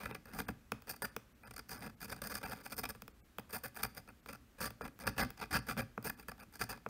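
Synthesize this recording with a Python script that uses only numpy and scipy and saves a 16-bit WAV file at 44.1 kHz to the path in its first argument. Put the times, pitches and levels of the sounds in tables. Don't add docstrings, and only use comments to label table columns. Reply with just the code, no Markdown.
import sys
import numpy as np
from scipy import signal
from scipy.fft import rfft, irfft, next_fast_len
from scipy.io import wavfile
from scipy.ndimage import uniform_filter1d

SR = 44100
rng = np.random.default_rng(int(sys.argv[2]) if len(sys.argv) > 2 else 0)


def amplitude_ratio(level_db):
    exponent = np.asarray(level_db, float) / 20
    return 10 ** exponent


def pcm_store(signal):
    levels = np.round(np.clip(np.atleast_2d(signal), -1, 1) * 32767)
    wavfile.write(sys.argv[1], SR, levels.astype(np.int16).T)


N = 303849

# start_s, length_s, force_db, rod_db
GOUGES = [(0.054, 0.0068, -38, -16.5), (0.386, 0.02, -40.5, -8), (1.706, 0.029, -49.5, -1.5),
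          (2.117, 0.015, -45, -7.5), (2.298, 0.031, -47, -5), (2.517, 0.019, -44, -9),
          (2.654, 0.011, -48, -4.5), (2.719, 0.013, -44.5, -5), (2.777, 0.021, -46, 0),
          (3.527, 0.045, -46, -6.5), (3.763, 0.014, -47.5, -7.5), (3.84, .012, -40.5, -8),
          (3.967, 0.02, -48.5, -7), (4.284, 0.026, -49.5, -9), (5.412, 0.029, -43, -11.5),
          (5.527, .047, -33, -9.5), (5.684, 0.031, -39.5, -9.5), (6.046, 0.036, -43, -7.5),
          (6.195, 0.0065, -49.5, -10), (6.553, 0.0068, -59, 1), (6.612, 0.012, -32.5, -9.5)]
# start_s, length_s, force_db, rod_db
STABS = [
    (0.482, 0.012, -42, -14),
    (3.635, .031, -47, -7.5),
    (0.892, 0.0224, -46, 0),
    (4.605, .062, -43, -3.5),
    (5.068, 0.01, -31, -8),
    (5.178, 0.0563, -34, -9.5),
    (5.774, 0.0308, -37.5, -12.5),
    (6.691, 0.028, -45.5, -3),
]
# start_s, length_s, force_db, rod_db
DRAGS = [(0.0, 0.038, -50.5, -12.5), (.084, 0.053, -55.5, -15), (0.259, 0.076, -60.5, -12),
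         (.339, 0.031, -52, -7.5), (1.02, 0.034, -40, -6), (1.433, 0.049, -56.5, -10),
         (1.735, 0.073, -57, -5), (1.814, 0.063, -50.5, -10), (2.012, 0.046, -52.5, -1),
         (2.08, 0.05, -56, -4.5), (2.228, 0.04, -50, -4), (2.357, 0.029, -52, -0.5),
         (2.429, .036, -43.5, -11.5), (2.474, 0.042, -54.5, -7), (2.554, 0.067, -59.5, -8),
         (2.833, 0.01, -39, -9.5), (2.852, 0.0072, -37, -12), (2.889, .023, -50.5, -1),
         (3.787, 0.029, -49, -13), (4.075, .031, -57, -9), (4.328, .03, -59, -7),
         (4.809, 0.058, -50.5, -12.5), (4.997, 0.033, -55, -4.5), (5.371, 0.033, -60, -5),
         (5.805, 0.027, -55.5, -8), (6.282, .017, -49.5, -7.5), (6.39, 0.048, -57.5, -7.5),
         (6.522, 0.046, -66, -4.5), (6.723, 0.019, -51.5, -21), (6.889, .018, -54, 1)]
# start_s, force_db, rod_db
SNAGS = [(.109, -46, -15), (.146, -40.5, -11.5), (.254, -61, -3), (.334, -46.5, -11), (0.96, -56.5, 2),
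         (1.054, -51, -1), (1.508, -50, -7), (1.537, -53.5, -1.5), (1.562, -47, -2), (1.578, -48.5, -1),
         (1.591, -43, -6.5), (1.692, -51.5, -1), (2.003, -58, 1), (2.163, -56.5, 1), (2.217, -38, -6.5),
         (2.27, -43, 0), (2.34, -50.5, 0), (2.35, -39.5, -2), (2.412, -50.5, -8), (3.394, -51, -7),
         (3.831, -32.5, -4), (4.328, -49, -4.5), (4.611, -46, -12), (4.851, -48.5, -14), (4.876, -50.5, -9),
         (5.507, -45, -14), (5.718, -48, -6), (6.096, -35, -9.5), (6.313, -48.5, -12), (6.638, -53, 4)]
# start_s, length_s, force_db
GRAZES = [(0.157, 0.012, -57), (.462, 0.014, -62), (0.87, .02, -52), (0.932, 0.013, -56),
          (1.889, 0.013, -58.5), (2.158, 0.037, -61.5), (2.945, 0.021, -63.5), (3.328, 0.0031, -72),
          (3.493, 0.014, -53), (3.6, 0.0037, -67), (4.666, 0.013, -49.5), (5.036, 0.027, -50),
          (4.581, 0.028, -56), (5.088, .014, -57), (5.415, 0.0033, -49), (5.163, 0.011, -51.5),
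          (5.29, .005, -58), (5.59, 0.0059, -64), (6.225, 0.0078, -60), (6.378, 0.0066, -63),
          (6.74, 0.025, -60), (6.772, 0.0052, -51)]
# start_s, peak_db, brightness_db, desk_thump_db
TAPS = [(0.487, -28.5, -13, -14), (0.719, -22.5, -5.5, -21), (0.821, -47, 4, -23), (1.164, -29, 3, -26),
        (2.949, -44.5, -8, -10), (3.02, -37.5, 5.5, -17), (3.079, -40.5, -1, -23),
        (3.384, -28.5, -4.5, -19.5), (4.26, -39, -2, -36), (4.705, -40, 2, -14), (4.809, -33, -24, -21),
        (4.99, -45.5, 5, -25), (5.304, -40, 6.5, -28), (5.767, -34.5, -10, -5.5),
        (5.977, -26.5, -20, -18.5), (6.284, -34.5, -4, -20), (6.862, -27, -19, -24)]
# time_s, level_db
UPRIGHT = [(0, 0), (.3, -0.5), (.9, 1), (1.5, -3), (2.3, -1), (2.6, -1), (3.0, 3), (3.6, 5.5), (4.1, -2),
           (4.85, -1.5), (5.2, -4), (5.45, -6), (6.1, 4), (6.9, -6.5)]
# time_s, level_db
HAND_WEIGHT = [(0, 0), (.42, 4.5), (.9, -7), (1.1, -11.5), (1.6, -3), (1.86, 3), (2.27, -1), (2.45, -3.5),
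               (2.9, -1), (3.6, -10), (3.85, -12), (4.11, -2), (4.6, -8), (4.87, 5.5), (5.4, -5.5),
               (5.6, 1), (6.1, -2.5), (6.7, -8)]
# time_s, share_lost_0_to_1, spared_below_hz
DROPOUTS = [(.125, .88, 2500), (.36, .5, 1000), (.469, .97, 2900), (1.04, .9, 900), (1.106, .75, 2900),
            (1.34, .9, 2900), (1.442, .97, 1000), (1.458, .97, 1000), (1.788, .7, 900), (1.96, .8, 900),
            (2.448, .7, 900), (2.757, .85, 1500), (3.13, .75, 2500), (3.218, .97, 900), (3.234, .97, 900),
            (3.881, .65, 2900), (4.093, .7, 2900), (4.219, .7, 2900), (4.833, .93, 2000),
            (4.945, .93, 2500), (5.053, .97, 2000), (5.225, .85, 2000), (5.61, .65, 2500),
            (5.824, .6, 2000), (6.16, .75, 2000), (6.417, .82, 2900)]
# mode_hz, width_hz, level_db
PLATE = [(432.7, 47, 1), (591, 63, -4.5), (745, 59, -5.5), (937, 173, -4), (1145, 64, -7), (1328, 106, -3),
         (1484, 127, -3), (1695, 117, -5), (2042, 59, -8), (2418, 140, -9.5), (2542, 116, -7.5),
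         (3470, 1050, -22)]
ROD = [(3500, 270, -23), (4320, 200, -8.5), (4716, 114, 3.5), (5044, 110, 3.5), (6070, 1250, -8.5),
       (8820, 270, -6.5), (8646, 900, -5.5), (9420, 830, -2.5)]
TIP = [(11290, 160, -3), (13850, 1100, 4), (13550, 100, -9), (15100, 340, -7)]
DESK = [(59, 18, -3), (115.9, 18, 3.5), (131.5, 50, -1), (220.6, 51.8, 2), (245.7, 37.4, 0),
        (296.7, 30, -9.5)]
LANDING = [(454, 56, 3.5), (593, 210, -2.5), (1355, 570, -2), (2540, 163, -4), (3360, 670, -12.5)]
# freq_hz, level_db
TICK = [(1760, -28), (3000, -3.5), (4100, -17.5), (4810, 0.5), (7250, -8.5), (13700, -9), (15800, 7)]
# freq_hz, t60_s
ROOM = [(100, 0.38), (1000, 0.29), (4000, 0.37), (16000, 0.15)]
# freq_hz, density_db_per_hz
HUSH = [(18, -74), (30, -1.5), (81, -6), (108, -36), (294, -18), (931, -27.5), (1340, -24.5), (3190, -32),
        (4980, -35.5), (7200, -36.5), (10100, -39), (12500, -35.5), (15800, -40)]
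HUSH_DB = -66

SNAG_S, GRAZE_ROD_DB = 0.0061, -10
LEAD_S, LEAD_DB, TRAIL_S, TRAIL_DB, SHOULDER_ROD_DB = 0.02, -15, 0.018, -16, 4.5
SLIPS_PER_S, SLIP_SPREAD_DB, SLIP_S = 450, 4, 0.00045
RUB, EVENING = 0.25, 0.6
SMOOTH_FROM_DB, SMOOTH_PER_DB = -57, 0.06
BLUR = 0.68
CLAMP_FROM_DB, CLAMP_DB_PER_DB = -45.5, 0.33
LOW_PLATE_DB, HIGH_PLATE_DB, LOW_ROD_DB, HIGH_ROD_DB = -4, -1.5, -2, -3
UPRIGHT_SHARE = 0.58
WANDER_DB, DETUNE = 4.5, 0.025
ROCK_S, SETTLE_S, EARLY_S = 0.0017, 0.029, 0.016
TAP_PUSH_DB, REST_DB, JOLT_DB = 1.5, -69.5, 21
SOFT_LIMIT, EDGE_HZ = 0.11, 15750


def evened(x):
    return x / np.sqrt(np.mean(x ** 2) + 1e-20)


def read(points, hz):
    f, value = np.transpose(points)
    return np.interp(np.log(hz + 1), np.log(f + 1), value)


def over_time(points):
    return np.interp(np.arange(N) / SR, *np.transpose(points))


def add(mix, start_s, sound):
    part = mix[max(round(start_s * SR), 0):][:len(sound)]
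    part += sound[:len(part)]


def shaped(x, db_of):
    size = next_fast_len(len(x))
    gain = amplitude_ratio(db_of(np.fft.rfftfreq(size, 1 / SR)))
    return irfft(rfft(x, size) * gain, size)[:len(x)]


def body(modes):
    narrowest_hz = min(width_hz for _, width_hz, _ in modes)
    t = np.arange(0, 2.5 / narrowest_hz, 1 / SR)
    response = np.zeros(len(t))
    for k, (hz, width_hz, db) in enumerate(modes):
        decay = np.exp(-np.pi * width_hz * t)
        response += (-1) ** k * amplitude_ratio(db) * width_hz * decay * np.sin(2 * np.pi * hz * t)
    return response / np.linalg.norm(response)


def ring(force, modes):
    turn = np.cumsum(8 + 400 * uniform_filter1d(rng.standard_normal(N), 4000)) / SR
    out = np.zeros(N)
    versions = rng.standard_normal((3, len(modes)))
    for k, shifts in enumerate(versions - versions.mean(0)):
        share = np.sqrt(2 / 3) * np.cos(np.pi * (turn + k / 3))
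        weighted = [(hz * (1 + DETUNE * v), width_hz, db + WANDER_DB * u)
                    for (hz, width_hz, db), u, v in zip(modes, shifts, shifts[::-1])]
        drive = share * force * rng.standard_normal(N)
        out += signal.oaconvolve(drive, body(weighted))[:N]
    return out


def strokes():
    rows = GOUGES + STABS + DRAGS
    rows += [(s, SNAG_S, db, rod) for s, db, rod in SNAGS]
    rows += [(*row, GRAZE_ROD_DB) for row in GRAZES]
    rows += [(s - LEAD_S, LEAD_S, db + LEAD_DB, rod + SHOULDER_ROD_DB) for s, _, db, rod in GOUGES]
    rows += [(s + length, TRAIL_S, db + TRAIL_DB, rod + SHOULDER_ROD_DB)
             for s, length, db, rod in GOUGES + STABS]
    return rows


def grit():
    size_db = SLIP_SPREAD_DB * np.minimum(rng.exponential(1, N), 3.5)
    impulses = amplitude_ratio(size_db) * (rng.random(N) < SLIPS_PER_S / SR)
    t = np.arange(600) / SR
    burst = (t / SLIP_S) ** 2 * np.exp(-1.5 * t / SLIP_S)
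    slips = RUB + evened(signal.oaconvolve(impulses, burst)[:N])
    return slips / np.sqrt(uniform_filter1d(slips ** 2, 900)) ** EVENING


def scratching():
    bite, loose, slide = np.zeros((3, N))
    slips = grit()
    for start_s, length_s, force_db, rod_db in strokes():
        part = slips[max(round(start_s * SR), 0):][:round((length_s + 0.002) * SR)]
        press = amplitude_ratio(force_db) * signal.windows.tukey(len(part), min(0.0042 / length_s, 1))
        clamp_db = -CLAMP_DB_PER_DB * max(force_db - CLAMP_FROM_DB, 0)
        roughness = np.clip(1 - SMOOTH_PER_DB * (force_db - SMOOTH_FROM_DB), 0.3, 1.2)
        add(bite, start_s - 0.001, press * evened(part ** BLUR))
        add(loose, start_s - 0.001, press * evened(np.sqrt(part)) * amplitude_ratio(clamp_db))
        add(slide, start_s - 0.001, press * evened(part ** roughness) * amplitude_ratio(rod_db))
    upright_db = over_time(UPRIGHT)
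    desk = amplitude_ratio(-7.5) * ring(loose, DESK)
    plate = ring(loose * amplitude_ratio(LOW_PLATE_DB), PLATE[:4])
    plate += ring(bite * amplitude_ratio(HIGH_PLATE_DB), PLATE[4:])
    rod = ring(slide * amplitude_ratio(LOW_ROD_DB), ROD[:5])
    rod += ring(slide * amplitude_ratio(HIGH_ROD_DB + UPRIGHT_SHARE * upright_db), ROD[5:])
    tip = ring(slide * amplitude_ratio(upright_db), TIP)
    return plate + rod + tip + desk


def leaning():
    push = np.zeros(N)
    tap_pushes = [(s + EARLY_S, ROCK_S, db + TAP_PUSH_DB, 0) for s, db, *_ in TAPS]
    for start_s, length_s, db, _ in strokes() + tap_pushes:
        add(push, start_s - EARLY_S, np.full(round(length_s * SR), amplitude_ratio(db)))
    t = np.arange(SR // 4) / SR
    rock = (1 - np.exp(-t / ROCK_S)) * np.exp(-t / SETTLE_S)
    sway = signal.oaconvolve(push * amplitude_ratio(over_time(HAND_WEIGHT)), rock / rock.sum())[:N]
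    jolt = signal.oaconvolve(np.gradient(sway), body(DESK))[:N]
    rumble = ring(amplitude_ratio(-3.0) * sway + amplitude_ratio(REST_DB), DESK)
    return rumble + amplitude_ratio(JOLT_DB) * jolt


def hush():
    return amplitude_ratio(HUSH_DB) * evened(shaped(rng.standard_normal(N), lambda hz: read(HUSH, hz)))


def room(x):
    hz, t, z = signal.stft(rng.standard_normal(SR // 2), SR, nperseg=256)
    decay = amplitude_ratio(-60 * t / read(ROOM, hz)[:, None])
    tail = signal.istft(z * decay, SR, nperseg=256)[1]
    delayed = np.r_[np.zeros(150), tail / np.linalg.norm(tail)]
    return signal.oaconvolve(x, delayed)[:N]


def landings():
    out = np.zeros(N)
    t = np.arange(400) / SR
    thump = body(DESK[1:])
    dusts = rng.standard_normal((len(TAPS), 400))
    for (start_s, peak_db, bright_db, thump_db), dust in zip(TAPS, dusts):
        tick = shaped(dust, lambda hz: read(TICK, hz) - 30 * (hz < 2300)) * np.exp(-t / 0.0012)
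        blow = np.hanning(10.0 + round(-0.7 * min(bright_db, 0)))
        modes = [(hz, width_hz, db + 1.45 * u) for (hz, width_hz, db), u in zip(LANDING, dust)]
        knock = np.convolve(blow, body(modes))
        knock /= abs(knock).max()
        snap = np.gradient(knock)
        add(out, start_s + 0.00035, amplitude_ratio(peak_db + bright_db + 6.5) * tick / abs(tick).max())
        add(out, start_s + 0.00046, amplitude_ratio(peak_db - 12.0) * snap / abs(snap).max())
        add(out, start_s + 0.001416, -amplitude_ratio(peak_db + 0.5) * knock)
        add(out, start_s + 0.0035, amplitude_ratio(peak_db + thump_db + 5.0) * thump / abs(thump).max())
    return out


def scene():
    near = scratching() + landings()
    return (near + amplitude_ratio(-17) * room(near) + leaning() + hush())[None]


def dropped_out(x):
    size = 1400
    lost = np.zeros(N)
    hz = np.fft.rfftfreq(size, 1 / SR)
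    for time_s, share, spared_hz in DROPOUTS:
        z = rfft((x - lost)[round(time_s * SR) - size // 2:][:size] * np.hanning(size) ** 0.65)
        level = uniform_filter1d(abs(z), size=5) * hz ** 0.65
        exposed = hz > spared_hz
        threshold = np.percentile(level[exposed & (hz < EDGE_HZ)], 86)
        weak = exposed & (level < threshold)
        add(lost, time_s - size / 2 / SR, share * irfft(z * weak))
    return lost


def top_cut(x):
    return signal.sosfilt(signal.butter(12, 16650, fs=SR, output="sos"), x)


def record(dry):
    x = SOFT_LIMIT * np.tanh(dry / SOFT_LIMIT)
    x = signal.sosfilt(signal.butter(2, 38, "high", fs=SR, output="sos"), x)
    lowpass = signal.firwin(511, EDGE_HZ, window=("kaiser", 9), fs=SR)
    x = signal.oaconvolve(x, lowpass[None], "same")
    mix = x - dropped_out(x[0])
    return top_cut(mix)


dry = scene()
out = record(dry)
pcm_store(out)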